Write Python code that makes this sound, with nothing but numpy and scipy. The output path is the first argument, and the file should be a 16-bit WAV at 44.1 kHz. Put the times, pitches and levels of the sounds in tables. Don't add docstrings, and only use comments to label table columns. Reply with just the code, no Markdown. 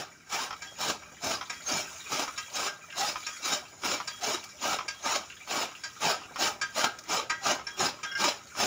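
import sys
import numpy as np
from scipy import signal
from scipy.fft import rfft, irfft, next_fast_len
from scipy.io import wavfile
from scipy.ndimage import map_coordinates

SR = 44100
rng = np.random.default_rng(int(sys.argv[2]) if len(sys.argv) > 2 else 0)


def digitize_waveform(pressure):
    field = np.atleast_2d(pressure).T
    bounded = np.clip(field, -1, 1)
    quanta = np.round(bounded * 32767).astype(np.int16)
    wavfile.write(sys.argv[1], SR, quanta)


N = 381906

# (time [s], level [dB], brightness [dB], squeal level [dB])
CLANK_EVENTS = [(0.621, -30.5, -11, -49), (1.498, -25, -10.5, -54), (2.378, -27.5, -8, -55),
                (3.267, -26, -9.5, -50), (4.076, -28.5, -5, -50.5), (4.882, -25.5, -8.5, -53),
                (5.837, -29, -8, -74), (6.615, -21.5, -11.5, -65), (7.298, -19, -14.5, -58),
                (7.669, -29, -14, -50), (8.032, -26, -12, -44)]
# (frequency [Hz], level [dB])
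CRUNCH_SPECTRUM = [(30, -48), (60, -15), (110, -9.5), (190, -7.5), (230, -2), (400, -0.5), (510, -4),
                   (600, 1), (920, 1), (1400, -7), (1800, -9.5), (3000, -6.5), (16000, -69)]
# (frequency [Hz], level [dB])
RASP_SPECTRUM = [(200, -32), (900, -6.5), (1900, -7), (2700, -0.5), (3600, -2), (4150, 1), (4500, -2.5),
                 (5200, 5.5), (6100, 0.5), (7000, 1.5), (16000, -6.5)]
# (frequency [Hz], level [dB])
CLATTER_SPECTRUM = [(100, -5), (500, -1), (900, -2.5), (1500, 1), (2400, 5), (3000, -4), (4500, -9),
                    (5400, 5), (7000, -18), (16000, -17)]


def amp(db):
    return 10 ** (np.asarray(db) / 20)


def unit(x):
    return x / np.sqrt(np.mean(x ** 2) + 1e-20)


def along(points, hz):
    frequencies, values = np.transpose(points)
    return np.interp(np.log(hz + 1), np.log(frequencies + 1), values)


def wobble(rate, size):
    knots = rng.standard_normal(int(size * rate / SR) + 4)
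    return map_coordinates(knots, [np.arange(size) * rate / SR])


def filtered(x, response):
    padded = next_fast_len(len(x) + 8192)
    return irfft(rfft(x, padded) * response(np.fft.rfftfreq(padded, 1 / SR)), padded)[:len(x)]


def coloured(x, spectrum):
    return unit(filtered(x, lambda hz: amp(along(spectrum, hz))))


def noise(spectrum, size):
    return coloured(rng.standard_normal(size), spectrum)


def attack(t, rise_s):
    return 1 - np.exp(-t / rise_s)


def add(track, s, sound):
    start = max(round(s * SR), 0)
    part = sound[:max(N - start, 0)]
    track[start:start + len(part)] += part


def crackle(rate, spread_db):
    hits = (rng.random(N) < rate / SR) * rng.choice([-1, 1], N)
    return unit(hits * amp(spread_db * np.clip(rng.standard_normal(N), -2.5, 2.5)))


def patchy(x, depth_db, width_hz, life_s):
    hz, t, spectra = signal.stft(x, SR, nperseg=1024, noverlap=768)
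    field = rng.standard_normal((600, 1200))
    grid = np.meshgrid(hz / width_hz, t / life_s, indexing='ij')
    gain_db = depth_db * map_coordinates(field, grid, order=1, mode='wrap')
    return unit(signal.istft(spectra * amp(gain_db), SR, nperseg=1024, noverlap=768)[1][:N])


def ringing(modes, t, scatter_db, loose):
    hz, db, t60 = np.transpose(modes)[:, :, None]
    level_db = db + scatter_db * rng.standard_normal(hz.shape)
    blur = np.cumsum(rng.standard_normal((len(hz), len(t))), 1) * loose * np.sqrt(hz / 1000)
    phase = 2 * np.pi * (hz * t + rng.random(hz.shape)) + blur
    return np.sum(amp(level_db - 60 * t / t60) * np.sin(phase), 0)


def frame(x, ring):
    # (frequency [Hz], width [Hz], lift at ring = 1 [dB])
    resonances = [(605.6, 18.6, 7.5), (820, 115, 4.5), (1285, 114, 12), (1419, 32, 9.5), (1574, 33, 13.5),
                  (2308, 45, 10.5), (2541, 45, -3), (2940, 15, 3), (3825, 96, 6.5), (6080, 99, -6),
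                  (6790, 140, 3.5)]
    return filtered(x, lambda hz: 1 + ring * sum(
        (amp(db) - 1) * 1j * hz * width / (centre ** 2 - hz ** 2 + 1j * hz * width)
        for centre, width, db in resonances))


def bite(t, s, hold, rise_db_per_s, fall_db_per_s, sag_db):
    entry_lead_s, entry_step_db, entry_rise_s = 0.033, 5.5, 0.0033
    entry_db = entry_step_db * (np.tanh((t - s + entry_lead_s) / entry_rise_s) - 1) / 2
    through = np.clip((t - s) / hold, 0, 1)
    held_db = sag_db * (.5 - np.sin(np.pi * through) ** 2)
    slopes_db = rise_db_per_s * np.clip(s - t, 0, 1) + fall_db_per_s * np.clip(t - s - hold, 0, 1)
    return amp(entry_db + held_db - slopes_db)


def blades():
    # (full bite [s], time in the bundle [s], crunch [dB], rasp [dB], thud over crunch [dB])
    strokes = [ (-.09, 0.087, -36, -36.5, 7), (.329, 0.11, -35, -35, -10),
               (0.816, 0.086, -34.5, -32.5, 5.5), (1.248, 0.089, -36, -35, 4.5),
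               (1.693, 0.11, -36, -34.5, 5.5), (2.123, .101, -33, -34, 0), (2.56, 0.11, -34.5, -34, -5),
               (2.986, 0.11, -35, -33.5, -0.5), (3.455, 0.093, -35.5, -32.5, -1),
               (3.852, 0.093, -33.8, -33.5, 1.5), (4.243, 0.1, -34, -33.5, -2.5),
               (4.639, 0.1, -32.5, -33.5, -1), (5.06, 0.1, -32.5, -33.5, -2), (5.51, .12, -32.4, -33.9, -5),
               (6.038, 0.078, -28.5, -31, -2.5), (6.414, 0.063, -31, -30, 0),
               (6.781, 0.056, -28.5, -30, -5), (7.115, 0.06, -29.5, -31, -1),
               (7.461, 0.055, -29, -30, -0.5), (7.805, .063, -30.5, -31, 1.5),
               (8.208, 0.084, -30.5, -30.5, -0.5), (8.596, .08, -29.5, -30.5, 1.5)]
    lead_s = 0.0011
    thud_hz = 315
    crunch, thud, rasp = np.zeros((3, N))
    for s, hold, crunch_db, rasp_db, thud_db in strokes:
        near = np.arange(max(int((s - .2) * SR), 0), min(int((s + .6) * SR), N))
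        t = near / SR
        cut = bite(t, s, hold, rise_db_per_s=488, fall_db_per_s=227, sag_db=-0.5)
        falling_chaff = amp(-19.5) * bite(t, s, hold, rise_db_per_s=488, fall_db_per_s=83, sag_db=0)
        tear = bite(t + lead_s, s, hold + lead_s, rise_db_per_s=425, fall_db_per_s=330, sag_db=0.5)
        stroke = np.hypot(cut, falling_chaff)
        crunch[near] += amp(crunch_db) * stroke
        thud[near] += amp(crunch_db + thud_db) * stroke
        rasp[near] += amp(rasp_db) * tear
    clumps_db = 1.1 * wobble(70, N) + 0.46 * wobble(37, N)
    stalks = coloured(crackle(rate=4500, spread_db=2), CRUNCH_SPECTRUM)
    stalks *= amp(clumps_db + 0.7 * wobble(160, N))
    fibres = coloured(crackle(rate=9000, spread_db=2), RASP_SPECTRUM)
    fibres *= amp(clumps_db + 0.42 * wobble(300, N))
    stalks = patchy(stalks, depth_db=5.8, width_hz=75, life_s=.03)
    fibres = patchy(fibres, depth_db=5.2, width_hz=150, life_s=.025)
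    low = filtered(stalks, lambda hz: 1 / (1 + (hz / thud_hz) ** 4))
    crushing = crunch * (stalks - low) + thud * low
    return frame(amp(-0.44) * crushing + amp(3.5) * rasp * fibres, ring=0.69)


def wall(x):
    # (frequency [Hz], t60 [s])
    decay = [(100, 0.16), (1000, 0.18), (5000, 0.26), (15000, 0.04)]
    out, block, delay_s = np.zeros(N), SR // 4, .008
    for start in range(0, N, block):
        hz, t, spectra = signal.stft(rng.standard_normal(SR // 3), SR, nperseg=256)
        tail = signal.istft(spectra * amp(-60 * t / along(decay, hz)[:, None]), SR, nperseg=256)[1]
        tail /= np.linalg.norm(tail)
        add(out, start / SR + delay_s, signal.fftconvolve(x[start:start + block], tail))
    return out


def pings(rate, centre_hz, octaves, t60, spread_db):
    count = int(rate * N / SR)
    when, pitch, size, life = rng.random((count, 4)).T[:, :, None]
    t = np.arange(SR // 16) / SR
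    hz = centre_hz * 2 ** (octaves * (pitch - .5))
    blur = np.cumsum(rng.standard_normal((count, len(t))), 1) * .11 * np.sqrt(hz / 1000)
    envelope = amp(spread_db * size ** 2 - 60 * t / (t60 * (.5 + life))) * attack(t, 0.0015)
    rings = envelope * np.sin(2 * np.pi * hz * t + blur)
    at = (when * N).astype(int) + np.arange(len(t))
    return unit(np.bincount(at.ravel(), rings.ravel(), N)[:N])


def dry_gears():
    # (time [s], level [dB])
    swell = [(0, -52), (.25, -54), (.6, -47.5), (1.15, -50), (1.6, -45), (1.9, -40), (2.4, -41),
             (2.8, -50.5), (3.3, -39.5), (3.75, -49.5), (4.15, -42.5), (4.55, -46.5), (4.95, -48),
             (5.35, -47.5), (5.8, -47), (6.3, -48.5), (7.7, -51), (8.66, -45.5)]
    # (frequency [Hz], level [dB])
    spectrum = [(100, -27), (500, -20), (800, -11), (1300, -2.5), (1750, -5), (2000, 1.5), (3000, 0.5),
                (4400, -5), (5200, 5), (7000, 7), (9500, 4), (16000, -1)]
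    t = np.arange(N) / SR
    teeth = coloured(crackle(rate=6000, spread_db=4), spectrum)
    teeth = patchy(teeth, depth_db=5.2, width_hz=110, life_s=.045)
    rattle = pings(rate=70, centre_hz=1100, octaves=1.9, t60=.1, spread_db=9)
    tinkle = pings(rate=80, centre_hz=3557, octaves=1.8, t60=0.12, spread_db=17)
    rollers, after = np.zeros(N), t[:SR // 2]
    for s, *_ in CLANK_EVENTS:
        add(rollers, s, amp(-46.5 - 82 * after) * attack(after, 0.0099))
    effort = np.hypot(amp(np.interp(t, *np.transpose(swell))), rollers) * amp(0.24 * wobble(30, N))
    grind = unit(frame(teeth + 0.39 * tinkle, ring=1.34)) * effort * amp(-1.1)
    loose_parts = unit(frame(rattle, ring=1.0)) * amp(-55) * unit(effort) ** 0.44
    return grind + loose_parts


def yard_air():
    # (frequency [Hz], level [dB])
    spectrum = [(20, -32), (40, -24), (65, 1.5), (100, 1), (170, -3), (230, -3), (400, -5), (600, -14),
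                (2000, -18), (16000, -75)]
    # (time [s], level [dB])
    swell = [(0, -60.5), (1.5, -56.5), (2.8, -61), (4.1, -58), (5.7, -60.5), (6.3, -56), (7, -56),
             (8.66, -58)]
    level_db = np.interp(np.arange(N) / SR, *np.transpose(swell))
    return noise(spectrum, N) * amp(level_db + 0.8 * wobble(8, N))


def far_motor():
    # (time [s], level [dB])
    swell = [(0, -68), (.6, -64.5), (1.1, -60), (1.901, -64), (2.3, -79), (3.0, -62.5), (3.6, -73),
             (8.66, -65.5)]
    hz = 165 + 1.65 * wobble(9.2, N)
    level_db = np.interp(np.arange(N) / SR, *np.transpose(swell)) + 1.6 * wobble(3.63, N)
    return amp(level_db) * np.sin(2 * np.pi * np.cumsum(hz) / SR)


def stalk_snaps():
    # (time [s], level [dB])
    snaps = [(0.341, -21.5), (0.898, -14.5), (1.31, -16), (2.194, -16), (3.914, -20), (4.652, -23),
             (4.727, -19), (6.422, -16.5), (6.814, -22), (6.841, -9.5), (7.096, -29), (7.464, -14.5),
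             (7.803, -18), (8.24, -11), (8.63, -15)]
    out, t = np.zeros(N), np.arange(SR // 10) / SR
    envelope = attack(t, 0.0018) * amp(-60 * t / 0.059)
    for s, db in snaps:
        burst = noise(CRUNCH_SPECTRUM, len(t)) + noise(RASP_SPECTRUM, len(t))
        add(out, s, amp(db - 8) * burst * envelope)
    return frame(out, ring=0.38)


def shaft():
    # (time [s], level [dB])
    knocks = [(0.508, -20), (0.529, -23.5), (1.022, -34), (1.412, -18), (2.279, -20), (3.158, -17),
              (3.639, -35), (3.836, -20), (4.002, -16.5), (4.44, -35), (4.788, -17.5), (4.811, -23),
              (5.476, -27), (5.718, -33), (6.218, -29), (6.36, -20), (7.595, -25.5), (7.99, -32.5),
              (8.552, -28)]
    # (frequency [Hz], level [dB], t60 [s])
    modes = [(777, -4.5, 0.041), (1016, 0, 0.062), (1166, -6, 0.089), (1290, 2, 0.065), (1376, -8, 0.065),
             (2343, -11.5, 0.085), (3190, -7, 0.042), (5260, -29, 0.027)]
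    out, t = np.zeros(N), np.arange(SR // 5) / SR
    for s, db in knocks:
        scuff = noise(CLATTER_SPECTRUM, len(t)) * amp(-60 * t / .07)
        knock = (ringing(modes, t, scatter_db=1.5, loose=.06) + .6 * scuff) * attack(t, .0006)
        knock /= np.max(np.abs(knock))
        add(out, s - .001, amp(db - 3.0) * knock)
        add(out, s + rng.uniform(0.0065, 0.018), amp(db - 8.5) * knock)
    return out


def feed_gear():
    # (frequency [Hz], level [dB], t60 [s])
    modes = [(734, -19, 0.19), (956, -9.5, 0.2), (1066, -12, 0.12), (1257, -5.5, 0.21), (1619, 0.5, 0.19),
             (1933, -14.5, 0.34), (2160, -11, 0.12), (2320, 5, 0.049), (2405, -8.5, .11),
             (2494, -12.5, 0.18), (2720, -14.5, 0.25), (2970, -26, .13), (3140, -13.5, 0.24),
             (3340, -20.5, 0.25), (3620, -11.5, 0.16), (4020, -10.5, 0.14), (4690, -24, 0.25),
             (4720, -2, 0.11), (5400, 4, 0.035), (5460, -2, 0.12), (5600, -11.5, 0.093), (6070, -7, 0.17),
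             (6820, -1, 0.095), (7100, -2, 0.084), (7700, -2.5, 0.081), (8900, -7, 0.083),
             (9570, -0.5, 0.056), (10950, -5, .08)]
    out, t = np.zeros(N), np.arange(SR // 4) / SR
    for s, db, bright_db, _ in CLANK_EVENTS:
        ring = ringing(modes, t, scatter_db=3, loose=.042)
        chatter = noise(CLATTER_SPECTRUM, len(t)) * amp(-60 * t / .15)
        blow = (ring + .5 * chatter) * attack(t, .0045) * amp(1.2 * wobble(110, len(t)))
        tilt = [(2500, 0), (5000, .9 * (bright_db + 9))]  # (frequency [Hz], gain [dB])
        add(out, s - .002, amp(db - 5) * filtered(blow, lambda hz: amp(along(tilt, hz))))
    return out


def squeaks():
    # (time [s], length [s], frequency [Hz], level [dB])
    rubs = [(.79, 0.18, 3860, -40.5), (1.045, 0.11, 2450, -57.5), (1.658, 0.058, 6390, -34),
            (2.535, 0.045, 6380, -36), (2.827, .045, 2420, -51), (3.425, 0.13, 3870, -44),
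            (4.231, 0.027, 6400, -34.5), (5.028, 0.056, 6400, -40), (7.668, 0.013, 5400, -30.5)]
    slides = [(s + .035, 0.099, 3290, db) for s, _, _, db in CLANK_EVENTS]
    out = np.zeros(N)
    for s, length, hz, db in rubs + slides:
        size = int(length * SR)
        arch = np.sin(np.pi * (np.arange(size) / size) ** 0.54)
        phase = 2 * np.pi * np.cumsum(hz + 28 * wobble(250, size)) / SR
        add(out, s, amp(db + 2.5 + 2.7 * wobble(73, size)) * arch * np.sin(phase))
    return out


def hooves():
    # (time [s], level [dB])
    steps = [(0.719, -42), (1.119, -40), (3.731, -41), (4.849, -34.5), (6.31, -35), (7.584, -35)]
    # (frequency [Hz], level [dB])
    earth = [(50, -12), (150, 3), (350, 4), (700, 9), (1500, -1.0), (8000, -45)]
    out, t = np.zeros(N), np.arange(SR // 5) / SR
    for s, db in steps:
        scuff = noise(earth, len(t)) * attack(t, 0.0081) * amp(-60 * t / 0.094)
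        add(out, s - .004, amp(db) * scuff)
    return out


def links():
    # (time [s], level [dB])
    clinks = [(1.031, -54), (2.901, -41.5), (4.586, -52), (5.299, -40.5), (5.75, -47.5), (6.234, -48)]
    # (frequency [Hz], level [dB], t60 [s])
    modes = [(1564, 1, 0.11), (2470, 4.5, 0.11), (2720, 16.5, 0.071), (3080, 1, 0.081), (3550, -4, 0.053),
             (4650, -6, .05), (6700, -3, .1)]
    out, t = np.zeros(N), np.arange(SR // 6) / SR
    for s, db in clinks:
        for delay_s, touch_db in [(0, -6), (rng.uniform(.008, .025), -12)]:
            clink = ringing(modes, t, scatter_db=2, loose=.11) * attack(t, .002)
            add(out, s + delay_s, amp(db + touch_db) * clink)
    return out


def flywheel():
    # (time [s], level [dB])
    blows = [(2.676, -38), (2.924, -46), (6.618, -41), (6.85, -35), (7.3, -35.5), (8.047, -38.5),
             (8.114, -38), (8.151, -33)]
    # (frequency [Hz], level [dB], t60 [s])
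    modes = [(1420, -9, 0.35), (1598, 1, 0.29), (1690, -22, 0.18), (2110, -8, 0.21), (2850, -6, 0.094),
             (3200, -13, 0.14), (5240, -0.5, 0.051), (5560, -7, .12)]
    out, t = np.zeros(N), np.arange(SR // 3) / SR
    for s, db in blows:
        add(out, s, amp(db + 6) * ringing(modes, t, scatter_db=1.5, loose=0.025) * attack(t, 0.0025))
    return out


def stalk_ticks():
    # (time [s], level [dB])
    ticks = [(4.44, -26), (6.359, -31), (6.988, -26.5), (7.038, -35), (7.093, -35)]
    # (frequency [Hz], level [dB])
    spectrum = [(300, -25), (2000, -2), (3000, -12), (5000, 2), (7000, -1), (16000, -5)]
    out, t = np.zeros(N), np.arange(SR // 10) / SR
    for s, db in ticks:
        crack = noise(spectrum, len(t)) * attack(t, .0012) * amp(-60 * t / .05)
        add(out, s - .001, amp(db - 4.5) * crack)
    return out


def behind_sack(x):
    passing_s, width_s, loss_db, edge_hz = 7.75, 0.7, 3, 8000
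    treble = filtered(x, lambda hz: 1 - 1 / (1 + (hz / edge_hz) ** 6))
    cover = np.exp(-((np.arange(N) / SR - passing_s) / width_s) ** 2)
    return x - treble * (1 - amp(-loss_db * cover))


def scene():
    cutter = blades() + stalk_snaps() + feed_gear() + flywheel()
    cutter += shaft() + squeaks() + links() + stalk_ticks()
    cutter_by_wall = cutter + amp(-14.5) * wall(cutter)
    return (behind_sack(cutter_by_wall) + hooves() + dry_gears() + yard_air() + far_motor())[None]


def record(dry):
    # (frequency [Hz], gain [dB])
    response = [(20, -4), (7100, -1), (7600, -8.5), (8150, -20), (9000, -12), (10000, -11), (11000, -19.5),
                (12500, -19.5), (14000, -17), (15200, -2.5), (16000, -17)]
    top_hz = 15750
    return filtered(dry[0], lambda hz: amp(along(response, hz)) * (hz < top_hz))[None]


dry = scene()
out = record(dry)
digitize_waveform(out)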